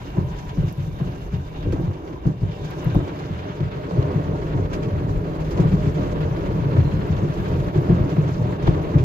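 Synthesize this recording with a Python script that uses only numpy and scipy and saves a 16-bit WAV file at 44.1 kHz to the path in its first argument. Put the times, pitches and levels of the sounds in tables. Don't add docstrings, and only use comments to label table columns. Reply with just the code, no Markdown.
import sys
import numpy as np
from scipy import signal
from scipy.fft import rfft, irfft, next_fast_len
from scipy.io import wavfile

SR = 44100
rng = np.random.default_rng(int(sys.argv[2]) if len(sys.argv) > 2 else 0)


def dump(signal):
    limited = np.clip(np.atleast_2d(signal).T, -1, 1)
    pcm = np.round(limited * 32767).astype(np.int16)
    wavfile.write(sys.argv[1], SR, pcm)


N = 398663

# [t/s, peak level/dB, centre f/Hz, glass level over peak/dB,
# contact fading time/s, unrolling rest level over peak/dB, cabin boom peak level/dB]
SLAP_EVENTS = [(.166, -8.5, 157, -16.5, 0.0093, -6, -25), (0.566, -11, 153, -23, 0.0075, 0, -21),
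               (.62, -15.5, 150, -7, 0.0076, -9, -36), (.765, -18, 135, -15, 0.01, -4, -45.5),
               (0.859, -19.5, 130, -17, 0.014, -15, -50), (.997, -13, 131, -22, 0.011, -14.5, -31),
               (1.057, -21.5, 94, -28, 0.012, -13, -38), (1.322, -14.5, 90, -47, .0065, -4.5, -32),
               (1.65, -18, 85, 0.5, 0.024, -2.5, -19.5), (1.719, -14.5, 95, -1, 0.0087, -24, -23),
               (1.784, -27.5, 119, 7.5, 0.0057, -13, -29.5), (1.822, -16.5, 124, -26, 0.013, 1.5, -34),
               (2.249, -6.5, 199, -12, 0.02, -13.5, -18.5), (2.411, -11.5, 124, -16.5, 0.011, -6.5, -23),
               (2.632, -22, 109, -38, 0.0071, -18, -44), (2.848, -10.5, 131, -32, 0.012, -7, -27),
               (2.945, -6, 145, -6.5, 0.017, -12.5, -16.5), (3.286, -24, 127, -13, 0.011, 4, -43),
               (3.593, -12.5, 132, -10, 0.0047, -2.5, -31.5), (3.97, -8, 105, -29, 0.0047, -10, -23.5),
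               (4.142, -12, 156, -37, 0.0058, -12, -34), (4.252, -27, 157, -50, 0.0077, -16, -42.5),
               (4.538, -13, 126, -25, .01, -2, -44), (5.159, -21.5, 90, -34, .01, -4.5, -16),
               (5.58, -5, 136, -12.5, 0.012, -8, -24.5), (5.634, -7, 106, -18, 0.014, -10.5, -33.5),
               (5.721, -6.5, 168, -15, 0.0074, -25.5, -34), (5.857, -10, 91, -22, 0.0055, -17, -44),
               (6.299, -18, 111, -22, .011, -21, -32), (6.6, -15.5, 150, -32, 0.0068, 3, -31.5),
               (6.762, -3.5, 128, -21, 0.01, -8, -25), (7.086, -10.5, 150, -32, .0066, -4.5, -39.5),
               (7.217, -15, 157, -7, 0.013, -19, -29), (7.38, -14.5, 150, -22, .01, -11.5, -31.5),
               (7.538, -19, 133, -4, .011, -6.5, -33), (7.746, -12.5, 147, -3.5, .01, -3, -23),
               (7.884, -5.5, 197, -9, .006, -6.5, -19.5), (7.908, -6.5, 189, -19, 0.0062, -9, -33.5),
               (7.99, -11, 158, -30, 0.011, -14.5, -19.5), (8.166, -7, 136, -12, 0.017, -8, -31),
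               (8.339, -35, 153, -32, .012, -13, -27), (8.667, -3, 147, -10, 0.016, -10.5, -13),
               (8.747, -16, 90, -16, 0.014, -24.5, -44), (8.939, -3, 142.4, -13.5, 0.009, -7, -19)]
# [f/Hz, width/Hz, level/dB]
ROOF_MODES = [(77, 12.6, -3), (93.9, 20.6, 0), (127.9, 24, 1.5), (154.4, 18.8, 2.5), (188, 31.2, -3.5)]
GLASS_MODES = [(260.2, 50.7, -8), (282.5, 34, -2), (349.8, 65.3, -4.5), (401, 85.4, -7.5), (480, 132, -11),
               (656, 310, -17.5), (992, 320, -19.5)]
BONNET_MODES = [(752, 64, 10.5), (990, 70, 7), (1580, 31, 4.5), (1853, 80, -6), (2297, 130, -3),
                (2820, 100, -1), (3100, 150, -5), (3664, 150, -3)]
# [f/Hz, width/Hz, level/dB]
CABIN_MODES = [(26.2, 26, -9), (40, 4, -15.5), (50, 18, 7.5)]


def amp(db):
    return 10 ** (np.asarray(db) / 20)


def rms_one(x):
    return x / np.sqrt(np.mean(x ** 2) + 1e-20)


def in_time(rows):
    s, *columns = np.transpose(rows)
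    return [np.interp(np.arange(N) / SR, s, column) for column in columns]


def at_hz(points, hz):
    table_hz, values = np.array(points).T
    return np.interp(np.log(hz + 1e-9), np.log(table_hz), values)


def drift(rate):
    step = 40
    r = np.exp(-2 * np.pi * rate * step / SR)
    white = rng.standard_normal(N // step + 2002)
    slow = signal.lfilter([1], [1, -2 * r, r * r], white)[2000:]
    return np.interp(np.arange(N) / step, np.arange(len(slow)), rms_one(slow))


def resonate(x, hz, width):
    r = np.exp(-np.pi * width / SR)
    top = (1 - r * r) / 2
    return signal.lfilter([top, 0, -top], [1, -2 * r * np.cos(2 * np.pi * hz / SR), r * r], x + 1e-18)


def panel(x, modes, wander_db=0):
    out = 0
    for k, (hz, width, level_db) in enumerate(modes):
        wander = wander_db * drift(8.2) if wander_db else 0
        out = out + (-1) ** k * amp(level_db + wander) * resonate(x, hz, width)
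    return out


def burst(rise_s, decay_s, length_s):
    t = np.arange(round(length_s * SR)) / SR
    envelope = (1 - np.exp(-t / rise_s)) * np.exp(-t / decay_s)
    return rng.standard_normal((2, len(t))) * envelope


def add(out, s, peak_db, x):
    at = round(s * SR)
    level = amp(peak_db) * x / np.abs(x).max(axis=1, keepdims=True)
    out[:, at:at + x.shape[1]] += level[:, :N - at]


def slaps():
    rise_s, glass_rise_s, knock_delay_s = .004, .012, .001
    out = np.zeros((2, N))
    knock, push = np.hanning(round(.004 * SR)), np.hanning(round(.012 * SR))
    soft = signal.butter(2, 340, fs=SR, output="sos")
    for s, peak_db, hz, glass_db, contact_s, rest_db, boom_db in SLAP_EVENTS:
        landing = burst(rise_s, contact_s, 0.16)
        spreading = np.minimum(np.arange(landing.shape[1]) / (glass_rise_s * SR), 1)
        on_glass = resonate(resonate(landing * spreading, 300, 300), 300, 300)
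        add(out, s, peak_db + glass_db, panel(on_glass, GLASS_MODES))
        after_delay = landing[:, round(knock_delay_s * SR):]
        after_delay[:, :len(knock)] += 0.22 * knock
        on_roof = resonate(signal.sosfilt(soft, landing), hz, 84)
        add(out, s, peak_db, panel(on_roof, ROOF_MODES))
        rest = signal.sosfilt(soft, burst(0.035, 0.035, 0.16))
        add(out, s, peak_db + rest_db, panel(resonate(rest, 0.7 * hz, 64), ROOF_MODES))
        dent = burst(rise_s, 0.035, 0.26)
        dent[:, :len(push)] += 0.17 * push
        add(out, s, boom_db, panel(resonate(dent, 41, 43), CABIN_MODES))
    return out


def shake():
    rise_s, fall_s = 0.0031, 0.055
    kicks = np.zeros(N)
    for s, peak_db, *_ in SLAP_EVENTS:
        kicks[round(s * SR)] = amp(2 * peak_db)
    rise, fall = np.exp(-2 / (SR * np.array([rise_s, fall_s])))
    slow = signal.lfilter([1], [1, -fall], kicks + 1e-18)
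    fast = signal.lfilter([1], [1, -rise], kicks + 1e-18)
    return np.sqrt(np.abs(slow - fast))


def raps():
    # [t/s, peak level/dB, crack level over the ring/dB]
    rap_events = [(.102, -33, -2), (0.953, -37, -14), (1.052, -39, -14), (2.076, -32, -8),
                  (1.761, -25, -18), (2.432, -29, -13), (2.953, -18, -16), (3.605, -30, -3),
                  (3.909, -20, -15), (4.027, -23.5, -11), (5.572, -32, -5), (6.125, -25.5, -10),
                  (6.768, -28, -10), (7.176, -29, -14), (7.477, -33, -20), (8.186, -27, -12),
                  (8.425, -28, -14), (8.674, -12.5, -22), (8.769, -35, -13)]
    out = np.zeros((2, N))
    for s, peak_db, crack_db in rap_events:
        contact = burst(0.00046, 0.0025, 0.17)
        ring = panel(resonate(contact, 700, 800), GLASS_MODES[4:])
        crack = resonate(resonate(contact, 1400, 2500), 1400, 2500)
        add(out, s, peak_db, ring)
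        add(out, s, peak_db + crack_db, crack)
    return out


def pats(modes, per_s, uneven_db, soft_hz, wander_db=0):
    touches = rng.random((2, N)) < per_s * amp(3 * drift(5)) / SR
    sizes = amp(uneven_db * np.minimum(rng.exponential(1, (2, N)), 4))
    signed = sizes * rng.choice([-1, 1], (2, N))
    dull = signal.butter(2, soft_hz, fs=SR, output="sos")
    soft = signal.sosfilt(dull, touches * signed + 1e-18)
    return rms_one(panel(soft, modes, wander_db))


def drag():
    # [f/Hz, width/Hz, level/dB]
    drag_modes = [(157.4, 9.2, 12.5), (283, 15, 1), (406, 13.2, 7.5), (447.6, 30.5, 3), (503.5, 43, -4),
                  (581, 20, 0.5), (607.6, 18, 3.5), (743, 60, -10), (927, 39, -6), (1128, 17, -8.5)]
    return pats(drag_modes, per_s=1800, uneven_db=1.0, soft_hz=2980, wander_db=1.6)


def banded_noise(spectrum, low_hz, high_hz, count, together_db, own_db):
    out = 0
    together = together_db * 3 * np.tanh((drift(24) + 0.95 * drift(30)) / 3)
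    white = rng.standard_normal((2, 2, N))
    edges = np.geomspace(low_hz, high_hz, count + 1)
    for k, (low, high) in enumerate(zip(edges, edges[1:])):
        bandpass = signal.butter(2, [low, high], "band", fs=SR, output="sos")
        band = signal.sosfilt(bandpass, white[k % 2])
        level_db = at_hz(spectrum, np.sqrt(low * high)) + together + own_db * drift(23)
        out = out + amp(level_db) * band
    return rms_one(out)


def scrub():
    # [f/Hz, level per Hz/dB]
    scrub_spectrum = [(560, -29), (900, -10), (1300, -5.5), (2100, -14), (2800, -16), (3700, -22),
                      (4500, -27)]
    return banded_noise(scrub_spectrum, 560, 4350, count=9, together_db=2.15, own_db=0.0)


def splashes():
    # [t/s, peak level/dB, treble gain/dB]
    splash_events = [(.06, -43, 10), (.305, -53, -2), (.382, -33.5, 8), (0.488, -34, -7), (.6, -38, 6),
                     (0.679, -32.5, 9), (.795, -38, -5), (.985, -38, 2), (1.069, -35.5, -5),
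                     (1.336, -34, -10), (1.554, -34.5, -13), (1.6232, -35, -19), (1.72, -30.5, 7),
                     (1.84, -40, 7), (1.931, -38.5, 3), (2.073, -41, -7), (2.125, -38, -7),
                     (2.263, -37.5, 14), (2.47, -47, -5), (2.5106, -35, -21), (2.6419, -33.5, 10),
                     (2.7052, -31, -4), (3.074, -35, -6), (3.186, -35, 6), (2.895, -33, -5),
                     (3.386, -32.5, -17), (3.93, -45, -4), (4.019, -39, 0), (4.7286, -26.5, 6),
                     (4.8249, -31, 3), (5.4, -36, 9), (5.443, -35.5, 1), (5.506, -33, 14), (5.571, -32, 5),
                     (5.597, -30, 9.5), (5.672, -35, -1), (5.715, -31, 2), (5.776, -39, -4),
                     (5.943, -34, 3), (5.971, -36, -7), (6.203, -34, -9), (6.361, -35, -4), (6.456, -37, 6),
                     (6.602, -48, 0), (6.773, -38, 9), (6.909, -37, -8), (7.162, -31.5, -6),
                     (7.335, -38, 13), (7.37, -36, -3), (7.478, -34, 6), (7.891, -36, -9), (7.99, -40, -6),
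                     (8.091, -32, 0), (8.2721, -35, 0), (8.624, -35.5, 8), (8.6667, -25, -19),
                     (8.979, -31, 0)]
    t60_s, bonnet_db, fizz_db = 0.11, 1, -20.5
    out = np.zeros((2, N))
    band = signal.butter(2, [700, 4240], "band", fs=SR, output="sos")
    for s, peak_db, treble_db in splash_events:
        water = burst(.005, t60_s / np.log(1000), 0.3)
        hiss = signal.sosfilt(band, water)
        body = signal.lfilter([1], [1, -.8], hiss)
        bonnet = amp(bonnet_db) * panel(hiss, BONNET_MODES)
        fine = resonate(resonate(water, 12200, 3000), 12200, 3000)
        treble = resonate(hiss, 6300, 3500) + amp(fizz_db) * fine
        add(out, s, peak_db, body + bonnet + amp(treble_db) * treble)
    return out


def drops():
    # [t/s, peak level/dB, f/Hz]
    drop_events = [(0.6794, -47, 11900), (0.7257, -37, 11400), (0.7926, -60, 12100), (1.725, -43, 9430),
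                   (1.8077, -47, 11620), (2.2682, -53, 10100), (2.7057, -40, 13000), (2.8443, -37.5, 11800),
                   (2.9464, -39, 12500), (4.7292, -54, 11960), (5.5059, -42, 13000), (8.6687, -46, 12100),
                   (8.8318, -47, 11800)]
    t60_s = 0.016
    out = np.zeros((2, N))
    for s, peak_db, hz in drop_events:
        tick = burst(.0003, t60_s / np.log(1000), 0.059)
        add(out, s, peak_db, resonate(tick, hz, 2500))
    return out


def spray():
    # [f/Hz, level per Hz/dB]
    spray_spectrum = [(2800, -10.5), (4200, -4.5), (5500, -10.5), (7000, 0.5), (7800, -16), (9000, -30)]
    return banded_noise(spray_spectrum, 3360, 8440, count=4, together_db=1.15, own_db=2.3)


def fizz():
    # [f/Hz, level per Hz/dB]
    fizz_spectrum = [(9000, -17), (10500, -0.5), (12200, 3.5), (13200, -3.5), (14200, -7.5), (15600, -14)]
    return banded_noise(fizz_spectrum, 8100, 17000, count=6, together_db=0.45, own_db=1.5)


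def tone(rows, waver):
    hz, level_db = in_time(rows)
    t = np.arange(N) / SR
    turn = 2 * np.pi * np.cumsum(hz) / SR
    sides = []
    for side in range(2):
        in_step = (1 + waver * drift(45)) * np.cos(turn)
        sides.append(in_step + waver * drift(45) * np.sin(turn))
    sounding = (t < rows[-1][0]) * (t >= rows[0][0])
    return amp(level_db) * sounding * np.array(sides)


def squeak():
    # [t/s, f/Hz, level/dB]
    squeak_curve = [(6.75, 4180, -78), (6.78, 4200, -63), (6.81, 4190, -64), (6.83, 4130, -70),
                    (6.86, 4130, -54), (6.9, 4100, -63), (6.93, 4160, -57), (6.97, 4100, -63),
                    (7.02, 4160, -59), (7.06, 4160, -80)]
    return tone(squeak_curve, 0.76)


def whine():
    # [t/s, f/Hz, level/dB]
    whine_curve = [(0, 985, -43), (.1, 951, -66), (.16, 966, -48), (.52, 968, -45), (.6, 996, -66),
                   (.8, 1000, -56), (.9, 1050, -74), (2.09, 1014, -75), (2.125, 1010, -51),
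                   (2.17, 1000, -43), (2.21, 1020, -77), (2.6, 995, -59), (2.95, 1033, -47),
                   (3.2, 1010, -85)]
    waver = 1.7
    return tone(whine_curve, waver) / waver


def lulls():
    # [t/s, level change/dB, time from the middle to half the change/s]
    lull_events = [(.24, -2.5, 0.024), (.56, -1, 0.017), (.76, -4.5, 0.029), (0.92, -3.5, 0.026),
                   (1.3, -4.5, 0.02), (1.43, -2.5, 0.063), (2.02, -6, 0.081), (2.2, -5.5, 0.049),
                   (2.36, -6, 0.048), (3.7, -6, 0.0083), (4.69, -6.5, 0.013), (4.8, -1, 0.015),
                   (5.23, -3, 0.019), (5.53, 0.5, 0.02), (5.93, -4.5, 0.02), (6.33, -3, 0.034),
                   (7.718, -7.5, 0.018), (8.58, -5, 0.029)]
    t = np.arange(N) / SR
    total_db = 0
    for s, depth_db, half_s in lull_events:
        total_db = total_db + np.interp(t, [s - 2 * half_s, s, s + 2 * half_s], [0, depth_db, 0])
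    return amp(total_db)


def ports(pair):
    # [f/Hz, share of sound common to both (0 to 1)]
    common_share = [(30, .995), (60, .94), (160, .945), (270, .92), (500, .64), (1100, .6), (2000, .4),
                    (4000, .25), (16000, .1)]
    # [f/Hz, left level over right/dB]
    balance = [(40, 0), (70, 1), (130, 1), (290, -1.5), (640, -.5), (1410, 0), (3100, -2), (6820, -6.5),
               (15000, -4.5)]
    left_lag_s, standing_below_hz = .00043, 314
    size = next_fast_len(N + 1024)
    hz = np.arange(size // 2 + 1) * SR / size
    direct, diffuse = rfft(pair, size)
    shared = np.clip(at_hz(common_share, hz), 0, 1)
    tilt = amp(at_hz(balance, hz) / 2)
    lag_s = left_lag_s * hz ** 2 / (hz ** 2 + standing_below_hz ** 2)
    late = direct * np.exp(-2j * np.pi * hz * lag_s)
    left = shared * late + np.sqrt(1 - shared ** 2) * diffuse
    return irfft([left * tilt, direct / tilt], size)[:, :N]


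def scene():
    # [t/s, roof pats level/dB, glass pats level/dB,
    # scrub level/dB, spray level/dB, foam fizz level/dB, cabin boom level/dB]
    cloth = [(0.0, -30, -36.5, -48, -56.5, -66, -39), (0.45, -36, -42, -49, -57.5, -66, -34.5),
             (0.85, -27.5, -39, -50, -57, -63.5, -38), (1.53, -38, -40, -50, -58.5, -68.5, -33),
             (1.79, -25, -33, -52, -60.5, -68, -33.5), (2.06, -32.5, -33.5, -51.5, -57.5, -69.5, -35),
             (2.47, -29.5, -40.5, -53, -59.5, -71, -39), (2.79, -32, -32, -45.5, -54.5, -65.5, -40.5),
             (3.62, -33, -38, -43, -60, -70.5, -43), (3.98, -27, -30.5, -42.5, -56.5, -68, -43),
             (4.15, -27, -31, -42.5, -58, -68, -33.5), (5.11, -24, -32.5, -45, -57.5, -67.5, -30),
             (5.39, -28, -32, -46, -58.5, -66.5, -30), (5.76, -22.5, -30.5, -42.5, -53, -64.5, -29),
             (6.37, -25.5, -30, -41.5, -57, -65.5, -30), (7.25, -22.5, -29.5, -42, -56, -65.5, -32),
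             (7.43, -25, -32, -41.5, -56, -63.5, -32), (7.73, -22.5, -29.5, -41.5, -54.5, -64, -33),
             (8.03, -24.5, -30, -43.5, -55.5, -66, -38.5), (8.36, -22.5, -30.5, -43.5, -55.5, -66, -40.5),
             (8.63, -22.5, -29.5, -40, -55.5, -67, -33), (9.04, -32, -30.5, -45.5, -56.5, -66.5, -36.5)]
    # [t/s, drag level over scrub/dB, bonnet level over scrub/dB]
    reach = [(1.0, 8.5, 2), (2.4, 14, 5.5), (3.55, 5.5, -1.5), (4.1, 16.5, -12), (4.9, 14.5, -18),
             (5.6, 14.5, -8), (7.0, 11.5, -7.5), (9.04, 14.5, -5)]
    roof_db, glass_db, scrub_db, spray_db, fizz_db, boom_db = in_time(cloth)
    drag_over_db, bonnet_over_db = in_time(reach)

    shaking = shake()
    patting = np.hypot(amp(glass_db), amp(-19) * shaking)
    rubbing = np.hypot(amp(scrub_db), amp(-57.5) * shaking)

    wash = amp(roof_db) * pats(ROOF_MODES, per_s=250, uneven_db=2.5, soft_hz=250)
    wash += patting * pats(GLASS_MODES, per_s=500, uneven_db=2.0, soft_hz=2050)
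    wash += amp(scrub_db + drag_over_db) * drag()
    bonnet = pats(BONNET_MODES, per_s=3000, uneven_db=3.0, soft_hz=4470, wander_db=2.2)
    wash += rubbing * amp(bonnet_over_db) * bonnet
    wash += rubbing * scrub()
    wash += amp(spray_db) * spray()
    wash += amp(boom_db) * pats(CABIN_MODES, per_s=170, uneven_db=-2.0, soft_hz=149)

    dips = lulls()
    steady = dips * wash + dips ** .4 * amp(fizz_db) * fizz()
    hits = slaps() + raps() + splashes() + drops()
    return ports(steady + hits + squeak()) + whine()


def record(dry):
    dipped = dry - 0.79 * resonate(dry, 8460, 3130)
    rounded = 1.3 * np.tanh(dipped / 1.3)
    top_cut = signal.ellip(12, .5, 70, 15850, fs=SR, output="sos")
    return signal.sosfilt(top_cut, rounded)


dry = scene()
out = record(dry)
dump(out)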